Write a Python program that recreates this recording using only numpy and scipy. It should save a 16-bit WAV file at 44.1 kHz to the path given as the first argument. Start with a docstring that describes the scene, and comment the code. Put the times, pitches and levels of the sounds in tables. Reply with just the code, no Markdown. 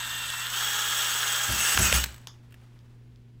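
"""A cordless drill whines, rattles and revs up, driving a screw into an aluminium rod, close by in a
small carpeted room. Gear teeth and the grinding thread shake the resonances of drill and rod, harder
as the screw seats. The thread squeals, the work thumps and the bit slips twice. The drill stops with
a clack and ticks to rest; a sharp metal click and faint handling follow over a mains hum."""
import sys
import numpy as np
from scipy import signal
from scipy.fft import rfft, irfft
from scipy.io import wavfile
from scipy.ndimage import uniform_filter1d

SR = 44100
rng = np.random.default_rng(int(sys.argv[2]) if len(sys.argv) > 2 else 0)


def master_out(mix):
    """Clip the mix to full scale and print it as 16-bit PCM to the path in sys.argv[1]."""
    frames = np.transpose(np.atleast_2d(mix))
    ceiling = np.clip(frames, -1, 1)
    pcm = np.round(ceiling * 32767).astype(np.int16)
    wavfile.write(sys.argv[1], SR, pcm)


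N = 149940
STOP_S = 2.045


def undb(db):
    """Decibels to gain."""
    return 10 ** (np.asarray(db) / 20)


def unit(x):
    """Scale to rms 1."""
    return x / np.sqrt(np.mean(x ** 2) + 1e-20)


def clock():
    """Sample times in seconds."""
    return np.arange(N) / SR


def curve(table, column=1):
    """One table column, interpolated over time."""
    rows = np.array(table)
    return np.interp(clock(), rows[:, 0], rows[:, column])


def smooth(x, window_s):
    """Running mean."""
    return uniform_filter1d(x, max(int(window_s * SR), 1))


def wander(rate_hz):
    """Smooth random drift, rms 1."""
    hold = max(int(SR / rate_hz), 1)
    steps = np.repeat(rng.standard_normal(N // 40)[:N // hold + 1], hold)
    return unit(uniform_filter1d(steps, hold)[:N])


def noise(spectrum):
    """Noise of rms 1, shaped by (freq_hz, level_db) points."""
    hz, db = np.array(spectrum, float).T
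    bins_hz = np.maximum(np.fft.rfftfreq(N, 1 / SR), 1)
    gain = undb(np.interp(np.log(bins_hz), np.log(hz), db))
    return unit(irfft(rfft(rng.standard_normal(N)) * gain, N))


def decay(start_s, decay_s):
    """Jump to 1, then exponential fall."""
    age_s = clock() - start_s
    return (age_s >= 0) * np.exp(-np.maximum(age_s, 0) / decay_s)


def strikes(events, decay_s):
    """One decay per (start_s, level_db) row, summed."""
    return sum(undb(db) * decay(start_s, decay_s) for start_s, db in events)


def sine(hz):
    """Tone of rms 1, fixed or moving pitch, random phase."""
    return np.sqrt(2) * np.sin(2 * np.pi * (np.cumsum(hz * np.ones(N)) / SR + rng.random()))


def resonate(x, hz, width_hz):
    """Steep resonance: a band-pass applied twice, scaled to rms 1."""
    b, a = signal.iirpeak(hz, hz / (2 * width_hz), fs=SR)
    return unit(signal.lfilter(b, a, signal.lfilter(b, a, x)))


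def db_at_load(load, levels_db):
    """Blend three levels by load: 0 turning lightly, 1 cutting, 2 seating."""
    return np.interp(load, [0, 1, 2], levels_db)


# freq_hz, width_hz, light_db, cutting_db, seating_db
BODY_MODES = [(620, 340, -24, -17.5, -14), (950, 130, -9, -11.5, -10.5), (1363, 226, -4.5, -2.5, -2),
              (1748, 250, -3.5, -6, -3), (2200, 500, -23, -13, -10.5), (2815, 280, -11, -6.5, -3),
              (3350, 490, -2, -2.5, -6), (4594, 670, -13.5, -13.5, -9), (5586, 400, -20, -10.5, -6),
              (6533, 465, -10, -6.5, -3), (7850, 432, -6.5, -5.5, -1.5), (10340, 1930, -22, -19, -12.5),
              (12520, 700, -15, -14, -11.5), (13850, 600, -18, -20, -19), (15100, 360, -16, -9.5, -7.5)]
def rattle(motor_hz, load):
    """Tooth strikes and thread grind shake drill and rod; load shifts the balance of the modes."""
    meshes_per_turn, scatter_db, grind_db, flutter_db = 8, 4, -0.5, 1.11
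    turns = np.cumsum(motor_hz) / SR
    teeth = np.diff(np.floor(turns * meshes_per_turn), prepend=0)
    teeth *= undb(scatter_db * rng.standard_normal(N))
    out, power = 0, 0
    for hz, width_hz, *levels_db in BODY_MODES:
        impacts = unit(teeth * rng.standard_normal(N))
        grind = undb(grind_db) * rng.standard_normal(N)
        gain = undb(db_at_load(load, levels_db)) * np.sqrt(width_hz)
        out += gain * resonate(impacts + grind, hz, width_hz) * undb(flutter_db * wander(70))
        power += gain ** 2
    return out / np.sqrt(power)


# motor_multiple, light_db, cutting_db, seating_db (relative to the rattle)
GEAR_ORDERS = [(1, -47, -36, -45.5), (2, -31.5, -23.5, -28.5), (3, -22.5, -26, -30), (4, -19.5, -16, -23),
               (4.04, -27, -13.5, -18.5), (6.95, -25, -22, -14), (7, -27, -19, -34.5),
               (7.93, -22.5, -14.5, -21.5), (8, -10, -9, -17.5), (19, -34, -24.5, -28.5)]
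def gear_whine(motor_hz, load):
    """Tones at multiples of the motor speed, roughened by play in the gears."""
    backlash_turns, flutter_db = 0.012, 2
    gear_hz = motor_hz + backlash_turns * SR * np.gradient(wander(350.4))
    return sum(sine(multiple * gear_hz) * undb(db_at_load(load, levels_db) + flutter_db * wander(35))
               for multiple, *levels_db in GEAR_ORDERS)


# freq_hz, width_hz, light_db, cutting_db, seating_db (relative to the rattle)
ROD_MODES = [(831.6, 30, -43, -30.5, -26), (1383, 60, -33, -19.5, -19.5), (5534, 40, -21, -18.5, -19),
             (6730, 60, -30, -19.5, -25), (7810, 90, -17, -15.5, -21), (8010, 53, -13, -31.5, -10.5)]
def rod_ring(load):
    """Grinding keeps the rod's sharp modes ringing."""
    return sum(resonate(rng.standard_normal(N), hz, width_hz) * undb(db_at_load(load, levels_db))
               for hz, width_hz, *levels_db in ROD_MODES)


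# time_s, speed_hz
MOTOR_SPEED = [(0, 344), (.14, 350), (.25, 341), (.4, 338), (.48, 356), (.525, 366), (.56, 396), (.6, 417),
               (.68, 413), (.85, 412), (1.1, 412), (1.5, 405), (1.66, 410), (1.78, 403), (1.92, 341),
               (2.04, 372)]
# time_s, level_db, load
DRILL_EFFORT = [(0, -34.5, 0.086), (.49, -34, 0.13), (.56, -30, 0.82), (.99, -28.5, 1.21),
                (1.47, -29, 1.33), (1.6, -27, 2), (1.73, -24, 2.3), (1.77, -29, 2.4), (1.8, -25, 2.35),
                (1.86, -23, 2.7), (1.915, -28, 1.6), (1.95, -21.5, 2.6), (2.03, -33, 1.2)]
def drill():
    """The motor revs as the trigger is squeezed, then sags under load; its level judders."""
    gear_ratio, speed_wobble, ripple_db, judder_db = 30, .0018, 0.07, .5
    load = curve(DRILL_EFFORT, column=2)
    motor_hz = curve(MOTOR_SPEED) * (1 + speed_wobble * wander(40))
    gears = rattle(motor_hz, load) + gear_whine(motor_hz, load)
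    chuck_ripple = unit(sum(sine(k * motor_hz / gear_ratio) for k in range(1, 5)))
    running = smooth(undb(curve(DRILL_EFFORT)) * (clock() < STOP_S), window_s=.002)
    return (gears + rod_ring(load)) * running * undb(ripple_db * chuck_ripple + judder_db * wander(130))


# start_s, end_s, start_hz, end_hz, level_db
THREAD_SQUEALS = [(0, 0.313, 3640, 3570, -44), (0, 0.306, 1828, 1803, -48),
                  (0.258, 0.476, 1804, 1960, -44.5), (1.515, 1.77, 2660, 2650, -38),
                  (1.817, 1.907, 2604, 2535, -34)]
def thread_squeal():
    """The thread squeals in short, unsteady glides."""
    t, out = clock(), np.zeros(N)
    for start_s, end_s, start_hz, end_hz, db in THREAD_SQUEALS:
        progress = np.clip((t - start_s) / (end_s - start_s), 0, 1)
        swell = np.sqrt(np.abs(np.sin(np.pi * progress)))
        pitch_hz = (start_hz + (end_hz - start_hz) * progress) * (1 + 0.011 * wander(200))
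        out += swell * sine(pitch_hz) * undb(db + 2 * wander(90))
    return out


# start_s, boom_db, shudder_db
JOLTS = [(1.489, -33, -31.5), (1.745, -35.5, -37.5), (1.789, -27.5, -26), (1.92, -25.5, -31.5),
         (1.948, -33.5, -49)]
# freq_hz, level_db
SHUDDER_SPECTRUM = [(20, -15), (50, -10.5), (92, 8), (140, -1.5), (180, 2), (240, -5), (300, -11.5),
                    (355, -5.5), (450, -26.5), (610, -9), (900, -32), (2000, -59)]
def thumps():
    """Each jolt of the work swells a low boom and adds a short shudder."""
    boom_hz, rise_s, soften_s = 63.4, .025, 0.017
    t, boom, shudder = clock(), 0, 0
    for start_s, boom_db, shudder_db in JOLTS:
        rise = (t < start_s + rise_s) * np.maximum(t - start_s, 0) / rise_s
        boom += undb(boom_db) * (rise + decay(start_s + rise_s, decay_s=0.057))
        shudder += undb(shudder_db) * decay(start_s, decay_s=0.061)
    return smooth(boom, soften_s) * sine(boom_hz) + smooth(shudder, soften_s) * noise(SHUDDER_SPECTRUM)


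# start_s, level_db
BIT_SLIPS = [(1.775, -10.5), (1.926, -8)]
BIT_CATCHES = [(1.7885, -17), (1.793, -18), (1.9425, -16)]
# freq_hz, level_db
KNOCK_SPECTRUM = [(100, -17), (600, -7), (1400, -1.5), (2100, -5), (2900, -1.5), (4500, -18), (8000, -16.5),
                  (15000, -26)]
CATCH_SPECTRUM = [(500, -10.5), (1500, 0.5), (4000, -8), (6200, 0), (8500, -10.5), (10500, -0.5),
                  (13000, -14.5), (15500, -5.5)]
def bit_slips():
    """The bit jumps out of the screw head with a hard knock, then catches again."""
    hold_s, knocks = .0022, 0
    for start_s, db in BIT_SLIPS:
        held = decay(start_s, decay_s=1) * (clock() < start_s + hold_s)
        knocks += undb(db) * (held + decay(start_s + hold_s, decay_s=0.0016))
    return noise(KNOCK_SPECTRUM) * knocks + noise(CATCH_SPECTRUM) * strikes(BIT_CATCHES, decay_s=.003)


# start_s, level_db
CHUCK_TICKS = [(2.06, -32), (2.089, -49), (2.1065, -47), (2.1245, -47), (2.1432, -39.5), (2.162, -48),
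               (2.1805, -46.5), (2.197, -62), (2.214, -54)]
# freq_hz, level_db
CHUCK_SPECTRUM = [(200, -13.5), (1300, 4), (2500, 1), (4500, -5), (6200, -3), (7500, -7.5), (7950, 12.5),
                  (8600, -18), (11000, -13), (13000, -2), (14200, -10), (15200, -5)]
CLACK_SPECTRUM = [(300, -27), (1400, 1.5), (2500, -1.5), (4000, 0.5), (5500, -4.5), (8000, -3.5),
                  (10000, -15), (15000, -4.5)]
def chuck_stop():
    """The chuck brakes with a clack, then whirs and ticks to rest."""
    clack_db, whir_db, fall_db_per_s = -17, -64, 107
    whir = undb(whir_db) * decay(STOP_S, decay_s=20 / np.log(10) / fall_db_per_s)
    run_down = noise(CHUCK_SPECTRUM) * (whir + strikes(CHUCK_TICKS, decay_s=.003))
    clack = noise(CLACK_SPECTRUM) * undb(clack_db) * decay(start_s=2.0404, decay_s=0.003)
    return clack + run_down


# start_s, snap_db, ring_db
METAL_CLICKS = [(2.2716, -26, -46.5), (2.283, -42, -64), (2.7906, -56, -78), (3.1595, -57.5, -84)]
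# freq_hz, level_db
SNAP_SPECTRUM = [(200, -19), (600, -8.5), (1100, -7.5), (2100, -17), (2700, -8), (3350, 4), (4200, -13),
                 (4900, 3.5), (6000, -10), (7500, -15), (11000, -18), (15000, -23)]
# freq_hz, width_hz, level_db
METAL_MODES = [(1110, 390, -1), (1833, 260, -10), (3020, 84, -6), (3470, 200, 2), (5170, 530, 2.5),
               (6450, 400, -1), (11080, 1800, -12)]
def metal_clicks():
    """Metal touches metal: a snap and a short diffuse ring."""
    snaps = [(start_s, db) for start_s, db, _ in METAL_CLICKS]
    rings = [(start_s, db) for start_s, _, db in METAL_CLICKS]
    snap = noise(SNAP_SPECTRUM) * strikes(snaps, decay_s=.0014)
    metal = sum(undb(db) * resonate(rng.standard_normal(N), hz, width_hz)
                for hz, width_hz, db in METAL_MODES)
    return snap + unit(metal) * strikes(rings, decay_s=0.031)


# start_s, level_db
LIFT_TAPS = [(2.341, -61), (2.5085, -57), (2.5232, -49), (2.5423, -48.5), (2.614, -64)]
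# freq_hz, level_db
TAP_SPECTRUM = [(300, -8), (900, -7), (1700, 2), (2200, -9), (2850, 5.5), (3500, -13), (7800, -14.5),
                (15000, -14)]
def lift_taps():
    """Soft, dull taps as the drill lifts off."""
    return noise(TAP_SPECTRUM) * strikes(LIFT_TAPS, decay_s=0.0046)


# time_s, level_db
RUSTLE_LEVEL = [(2.1, -55), (2.3, -67.5), (2.42, -68), (2.53, -69.5), (2.62, -62.5), (2.72, -70),
                (2.87, -68), (3.05, -73.5), (3.4, -83)]
# freq_hz, level_db
CLOTH_SPECTRUM = [(240, -23), (400, -8.5), (419, -11.5), (452, -3.5), (994, 0), (1170, -2), (3010, -7.5),
                  (15000, -24.5)]
def rustle():
    """Hands and clothes rub faintly."""
    return noise(CLOTH_SPECTRUM) * undb(curve(RUSTLE_LEVEL) + 1.5 * wander(60))


# freq_hz, level_db
MAINS_PARTIALS = [(119.7, -51), (239.4, -65), (359, -80)]
AIR_SPECTRUM = [(180, -16.5), (300, 0), (714, -13), (975, -14.5), (1170, -19.5), (1470, -14.5),
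                (3270, -17.5), (15000, -37.5)]
RUMBLE_SPECTRUM = [(20, -11.5), (30, -2.5), (45, -7.5), (65, -1), (95, -9.5), (150, -11), (220, -14),
                   (400, -20), (1000, -54)]
def background():
    """Mains hum, still air and low rumble."""
    air_db, rumble_db = -69.5, -57.5
    hum = sum(sine(hz) * undb(db + .4 * wander(6.8)) for hz, db in MAINS_PARTIALS)
    return hum + noise(AIR_SPECTRUM) * undb(air_db) + noise(RUMBLE_SPECTRUM) * undb(rumble_db)


def room(x):
    """Add the short, dark tail of a carpeted room."""
    gap_s, t60_s, tail_db = 0.0013, 0.41, -15
    reflections = noise([(100, 12.5), (1000, 1.5), (5000, -0.5), (15000, -5)])
    tail = (reflections * decay(gap_s, t60_s / np.log(1000)))[:SR // 2]
    tail /= np.sqrt(np.sum(tail ** 2))
    return x + undb(tail_db) * signal.fftconvolve(x, tail)[:N]


def scene():
    """All sources straight ahead, the same in both channels."""
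    machine = room(drill() + thread_squeal() + chuck_stop())
    mono = machine + bit_slips() + metal_clicks() + lift_taps() + thumps() + rustle() + background()
    return np.array([mono, mono])


def record(dry):
    """A fast limiter ducks the hardest knocks; a steep low-pass cuts the top."""
    limit_db, release_s, cutoff_hz = -9.5, .007, 15800
    overshoot = np.log(np.maximum(np.abs(dry[0]) / undb(limit_db), 1))
    fall = clock() / release_s
    # peak hold with exponential release
    reduction = np.exp(np.maximum.accumulate(np.log(overshoot + 1e-12) + fall) - fall)
    limited = dry * np.exp(-smooth(reduction, window_s=0.00054))
    return signal.sosfilt(signal.ellip(10, .2, 80, cutoff_hz, fs=SR, output="sos"), limited)


dry = scene()
out = record(dry)
master_out(out)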